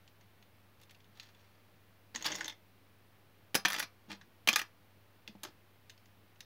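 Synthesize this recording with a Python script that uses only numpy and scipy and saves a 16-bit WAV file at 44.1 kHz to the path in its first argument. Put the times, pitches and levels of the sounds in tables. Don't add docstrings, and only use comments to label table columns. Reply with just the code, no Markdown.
import sys
import numpy as np
from scipy import signal
from scipy.fft import rfft, irfft, next_fast_len
from scipy.io import wavfile
from scipy.ndimage import uniform_filter1d

SR = 44100
rng = np.random.default_rng(int(sys.argv[2]) if len(sys.argv) > 2 else 0)


def master(y):
    cut = np.clip(np.atleast_2d(y).T, -1, 1)
    pcm = np.round(cut * 32767)
    wavfile.write(sys.argv[1], SR, pcm.astype(np.int16))


def how_loud(loudness_db):
    steps = np.asarray(loudness_db, float) / 20
    return 10 ** steps


N = 284434
LENGTH = 6000


def band(x, lo_hz, hi_hz):
    return signal.sosfilt(signal.butter(2, [lo_hz, hi_hz], "band", fs=SR, output="sos"), x)


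def fade(t60_s):
    return np.exp(-np.log(1000) * np.arange(LENGTH) / SR / t60_s)


def ring(modes, count, scatter_db, detune, damping):
    chance = rng.standard_normal((count, len(modes), 2))
    t = np.arange(LENGTH) / SR
    out = 0
    for k, (hz, db, t60_s) in enumerate(modes):
        pitch_hz = hz * (1 + detune * chance[:, k, 1:])
        strength = how_loud(db + scatter_db * chance[:, k, :1])
        out = out + strength * np.sin(2 * np.pi * pitch_hz * t) * fade(t60_s * damping)
    return out


def peak(x, db):
    return x * how_loud(db)[:, None] / np.abs(x).max(axis=1, keepdims=True)


def convolve(a, b):
    size = next_fast_len(a.shape[-1] + b.shape[-1])
    return irfft(rfft(a, size) * rfft(b, size), size)[..., :a.shape[-1]]


def wobble(rate_hz):
    width = int(SR / rate_hz)
    x = uniform_filter1d(uniform_filter1d(rng.standard_normal(N), width), width)
    return x / x.std()


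def place(start_s, hits):
    out = np.zeros(N + LENGTH)
    for start, hit in zip((start_s * SR).astype(int), hits):
        out[start:start + LENGTH] += hit
    return out[:N]


# (frequency [Hz], level [dB], t60 [s])
TABLE_MODES = [(140, -26.5, .12), (200, -3, 0.098), (314.5, 8, 0.077), (450, 2, .1), (570, 1, 0.07),
               (795, 6, 0.052)]


def contacts(events, bricks, studs, own_db, crack_db, first_touch, chatter_ms, low_hz):
    start_s, db, hz, treble_db = np.transpose(events)
    count = len(start_s)
    t = np.arange(LENGTH) / SR

    bounce_ms = chatter_ms * (3000 / hz[:, None]) ** 0.39
    bounces = rng.standard_normal((count, LENGTH)) * (rng.random((count, LENGTH)) < .4)
    force = .4 * bounces * np.exp(-1000 * t / bounce_ms)
    force[:, 0] = first_touch

    own = how_loud(own_db) * np.sin(2 * np.pi * hz[:, None] * t) * fade(.007)
    body = convolve(force, own + ring(bricks, count, 1.1, .04, 0.72))
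    body = body + how_loud(crack_db) * band(force, 1100, 4500)
    body = np.array([b + how_loud(-6.0) * band(b, f / 1.39, f * 1.6) for b, f in zip(body, hz)])
    body = band(band(body, low_hz, 7600), 210, 8400)

    stud_ring = convolve(force, ring(studs, count, 2.5, 0.0034, 0.75))
    treble = band(stud_ring + force, 7500, 22000)
    thump = ring(TABLE_MODES, count, 3, .03, .6)
    hits = peak(body, db - 1.0) + peak(treble, db + treble_db + 5.5) + peak(thump, db - 35.5)
    return place(start_s + .0006, hits)


# (time [s], peak level [dB], loudest ring [Hz], treble
# level [dB])
TUMBLE = [(3.5444, -21.5, 3000, -11.5), (3.5518, -12, 6010, -10), (3.5574, -20.5, 1280, -7.5),
          (3.6496, -14.5,  1850, -28), (3.6554, -10.5, 2420, -22.5), (3.683, -21.5, 2600, -10.5),
          (3.7014, -24.5, 1980, -11), (3.7074, -30.5, 1350, -11), (3.7204, -25, 6000, -18),
          (3.7304, -23, 2060, -14), (3.7414, -23, 1820, -18), (3.7474, -26, 2350, -24),
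          (3.7624, -26.5, 2430, -19), (3.7838, -28.5, 1850, -14), (3.7948, -29.5, 1850, -0.5),
          (3.7995, -22.5, 1980, -13.5), (3.8262, -29.5, 2220, -14), (4.4737, -13.5, 2330, -16.5),
          (4.4867, -7.5, 2410, -17.5), (4.5296, -17.5, 5700, -17.5), (4.5354, -19.5, 3500, -40.5),
          (4.5585, -12.5, 1920, -11.5), (4.584, -32, 1930, -8), (4.5915, -26.5, 2050, -9),
          (4.5964, -24.5, 2740, -36.5), (4.6149, -24.5, 2000, -18),
          (4.1055, -38.5, 1850, -25), (4.1153, -33.5, 2700, -20), (4.1282, -35.5, 2000, -36),
          (4.2122, -45, 1824, -36.5), (5.4329, -34, 3340, -3.5), (5.4371, -29.5, 6360, -14),
          (5.449, -35, 1520, -31)]
# (frequency [Hz], level [dB], t60 [s])
LONG_BRICKS = [(850, -12, 0.0122), (1280, -8.5, 0.047), (1850, 3, 0.012), (2350, -8.5, .016),
               (2800, 8.5, 0.0023), (3486, 1.5, 0.0089), (4100, -0.5, 0.0082), (4710, 3, .008),
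               (5400, -8.5, .006), (5810, -2, .014), (6950, -19.5, 0.0028)]
# (frequency [Hz], level
# [dB], t60 [s])
LONG_TREBLE = [(11370, -23.5, 0.026), (15500, -12, 0.0011)]


def tumble():
    return contacts(TUMBLE, LONG_BRICKS, LONG_TREBLE, own_db=-0.5, crack_db=14.8,
                    first_touch=.8, chatter_ms=3.98, low_hz=744)


# (frequency [Hz], level [dB], t60 [s])
SMALL_BRICKS = [(1000, -0.5, 0.011), (1730, -15.5, 0.0062), (2105, -2, 0.013), (2830, -6, 0.011),
                (3500, -1.5, 0.0076), (4300, -9, 0.019), (4800, -11.5, 0.011), (5600, -5, 0.0073),
                (6535, -4, 0.025), (6670, -37, 0.0029)]
# (frequency [Hz], level
# [dB], t60 [s])
SMALL_TREBLE = [(11300, -22, 0.00977), (15470, 0.5, 0.00078)]
# (time [s], peak level [dB], loudest ring [Hz], treble level [dB])
SWEEP = [(2.1454, -43, 1680, -27), (2.149, -26, 4360, -26), (2.159, -23.5, 6230, -23),
         (2.2124, -46, 1970, -23), (2.2243, -27.5, 6400, -18), (2.2444, -28, 3300, -30),
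         (2.2553, -31, 2110, -24), (2.2588, -25, 3500, -7), (2.2634, -17.5, 4800, -18),
         (2.2704, -25.5, 3200, -31.5), (2.3044, -43, 1600, -33.5), (2.3181, -25, 5900, -26),
         (2.3224, -27, 3600, -38), (2.3304, -35.5, 2150, -34.5), (2.3454, -32, 6000, -28),
         (2.3524, -28, 5400, -26), (2.3584, -29, 5580, -15), (2.3834, -40, 1890, -7),
         (2.4079, -23.5, 1780, -30), (2.4284, -46, 1660, -36), (2.4374, -56, 6200, -17),
         (2.4438, -27.5, 6100, -22), (2.4564, -31, 6270, -29.5), (2.4634, -40, 3320, -21),
         (2.4798, -26, 3580, -15), (2.4967, -30, 3500, -24), (2.5234, -42, 2090, -29)]


def sweep():
    return contacts(SWEEP, SMALL_BRICKS, SMALL_TREBLE, own_db=-0.58, crack_db=4.6,
                    first_touch=1.5, chatter_ms=4.55, low_hz=1000)


# (time [s], peak level [dB], loudest ring [Hz], treble level [dB])
FINGERS = [(0.0763, -48.5, 3260, -36), (0.2094, -53, 2070, -31), (0.4246, -50.5, 2720, -19),
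           (0.7994, -57, 5900, -15), (0.8131, -58, 1610, -1), (0.8257, -57, 3920, -12),
           (0.8327, -52.5, 3800, -7), (0.8947, -52.5, 3040, -26), (0.9084, -49.5, 2420, -9),
           (0.9462, -48.5, 2830, -30), (1.003, -56, 2650, -40), (1.043, -53, 3180, -28),
           (1.172, -52, 3800, -14), (1.1978, -31, 4300, -29), (1.2294, -47, 2400, -16),
           (1.2574, -58, 3190, -32), (1.347, -55, 2000, -36), (5.2759, -31, 3500, -24),
           (5.2826, -47, 2320, -28), (5.3532, -60.5, 2730, -29), (5.8957, -40, 6300, -25),
           (5.9005, -44, 2980, -18), (5.9767, -51.5, 5200, -17), (6.0566, -53, 6000, -18.5),
           (6.359, -56.5, 2500, -30), (6.4048, -36.5, 4980, -12.5)]


def fingers():
    return contacts(FINGERS, SMALL_BRICKS, SMALL_TREBLE, own_db=-0.86, crack_db=27,
                    first_touch=0.18, chatter_ms=3.95, low_hz=1570)


# (time [s], peak level [dB])
KNOCKS = [(2.146, -45), (2.15, -64), (2.271, -54), (2.305, -35), (2.331, -42), (2.346, -43), (2.438, -50),
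          (2.464, -59), (2.524, -51), (3.545, -28.5), (3.5524, -19), (3.558, -31.5), (3.65, -28.5),
          (3.656, -29.5), (3.731, -40), (3.763, -39), (4.129, -70), (4.474, -35.5), (4.487, -36),
          (4.53, -34), (4.585, -40), (4.6155, -43.5), (5.283, -45.5), (5.352, -45), (5.45, -44)]


def knocks():
    start_s, db = np.transpose(KNOCKS)
    return place(start_s, peak(ring(TABLE_MODES, len(start_s), 3, .03, 0.41), db))


# (start [s], fastest [s], end [s], chatter level [dB], table rumble level [dB])
SLIDES = [(0.812, 0.838, .86, -63, -16), (0.893, 0.917, .935, -56.5, -17), (1.152, 1.195, 1.21, -60.5, -26),
          (1.2, 1.225, 1.322, -60.5, -16), (1.285, 1.36, 1.84, -75.5, -12),
          (2.143, 2.17, 2.464, -53.5, -5.5), (2.241, 2.256, 2.314, -38, -15),
          (2.282, 2.313, 2.425, -47, -3), (2.372, 2.442, 2.54, -51, -5.5), (3.68, 3.838, 3.86, -43, -11.5),
          (4.087, 4.109, 4.17, -52, 0), (4.56, 4.632, 4.545, -52, -15), (5.43, 5.433, 5.52, -56, 2)]


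def slides():
    ends_db, treble_db = -11.5, -20.5
    unevenness = how_loud(1.1 * rng.exponential(size=N) + 2.9 * wobble(130))
    grains = rng.standard_normal(N) * (rng.random(N) < .06) * unevenness

    chatter = convolve(grains, ring([*LONG_BRICKS, *SMALL_BRICKS], 1, 0, 0, 1)[0])
    scrape = band(grains, 770, 10000) / grains.std() * 2
    chatter = chatter / chatter.std() + how_loud(-5.0) * scrape
    chatter = band(band(chatter, 800, 6800), 490, 7800)
    rumble = convolve(grains, ring(TABLE_MODES, 1, 0, 0, .6)[0])
    treble = band(band(grains, 8300, 17500), 7434, 17500)

    out, t = 0, np.arange(N) / SR
    for start, fastest, end, db, rumble_db in SLIDES:
        edge = np.clip(np.minimum((t - start) / 0.0015, (end - t) / 0.031), 0, 1)
        speed_db = db + np.interp(t, [start, fastest, end], [ends_db, 0, ends_db])
        for part, extra_db in ((chatter, 0), (rumble, rumble_db), (treble, treble_db)):
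            out = out + edge * how_loud(speed_db + extra_db) * part / part.std()
    return out


# (time [s], peak level [dB], lowest table ring [Hz], t60 [s])
THUDS = [(2.148, -49.5, 237, 0.13), (3.555, -40.5, 200, 0.14), (3.652, -44, 200, 0.2),
         (4.082, -49.5, 200, 0.047), (4.096, -49, 200, 0.24), (4.126, -47.5, 200, 0.053),
         (4.475, -42, 229, 0.14), (4.487, -41.5, 213, 0.11), (5.291, -48, 210.4, 0.16),
         (5.351, -50, 200, .1), (5.453, -49, 372, 0.058)]


def thuds():
    start_s, db, hz, t60_s = np.transpose(THUDS)
    t = np.arange(LENGTH) / SR
    swell = 1 - np.exp(-t / 0.0013)
    tone = np.sin(2 * np.pi * hz[:, None] * t) * fade(t60_s[:, None])
    return place(start_s, peak(tone * swell, db))


# (frequency [Hz], t60 [s])
CORNER = [(150, .2), (700, 0.21), (2000, 0.17), (5000, 0.19), (12000, 0.032)]


def corner(x):
    hz, t60_s = np.transpose(CORNER)
    echo = 0
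    for f in 125 * 2 ** np.arange(7.):
        top_hz = min(f * 2 ** .5 * (1 + (f > 7000)), 18000)
        octave = band(rng.standard_normal(LENGTH), f / 2 ** .5, top_hz)
        echo = echo + octave * fade(np.interp(np.log(f), np.log(hz), t60_s))

    tone = rfft(echo)
    size = np.abs(tone)
    flatten = (uniform_filter1d(size, size=60) / size) ** .85
    echo = irfft(tone * flatten, LENGTH) * np.hanning(2 * LENGTH)[LENGTH:]
    echo = np.concatenate([np.zeros(int(.002 * SR)), echo])
    return how_loud(-10) * convolve(x, echo / np.sqrt(np.sum(echo ** 2)))


# (frequency [Hz], density [dB per Hz])
HISS = [(20, -16.5), (45, -14), (80, 0), (125, -3), (196, -2), (240, -4), (444, -6.5), (819, -9.5),
        (1090, -10.5), (2620, -14), (4500, -20.5), (7590, -30), (15600, -21), (16500, -23)]
# (frequency [Hz], rms level [dB])
HUM = [(100, -69.5), (200, -82)]


def floor():
    hz, db = np.transpose(HISS)
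    bins_hz = np.arange(N // 2 + 1) * SR / N + 1
    colour = how_loud(np.interp(np.log(bins_hz), np.log(hz), db))
    hiss = irfft(rfft(rng.standard_normal(N)) * colour, N)

    t, drift_rad = np.arange(N) / SR, .3 * wobble(12)
    hum = 0
    for f, rms_db in HUM:
        level = 2 ** .5 * how_loud(rms_db + 0.37 * wobble(14))
        hum = hum + level * np.sin(2 * np.pi * f * t + drift_rad * f / 100)
    return how_loud(-66.5) * hiss / hiss.std() + hum


def scene():
    bricks = tumble() + sweep() + fingers() + knocks() + slides() + thuds()
    bricks = band(band(bricks + corner(bricks), 130, 19000), 115, 19000)
    return (bricks + floor())[None]


def band_limit(x):
    return signal.sosfilt(signal.butter(12, 17130, fs=SR, output="sos"), x)


def record(dry):
    steep_cut = signal.ellip(8, .2, 42, 15720, fs=SR, output="sos")
    mix = signal.sosfilt(steep_cut, dry) - .0004
    return band_limit(mix)


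dry = scene()
out = record(dry)
master(out)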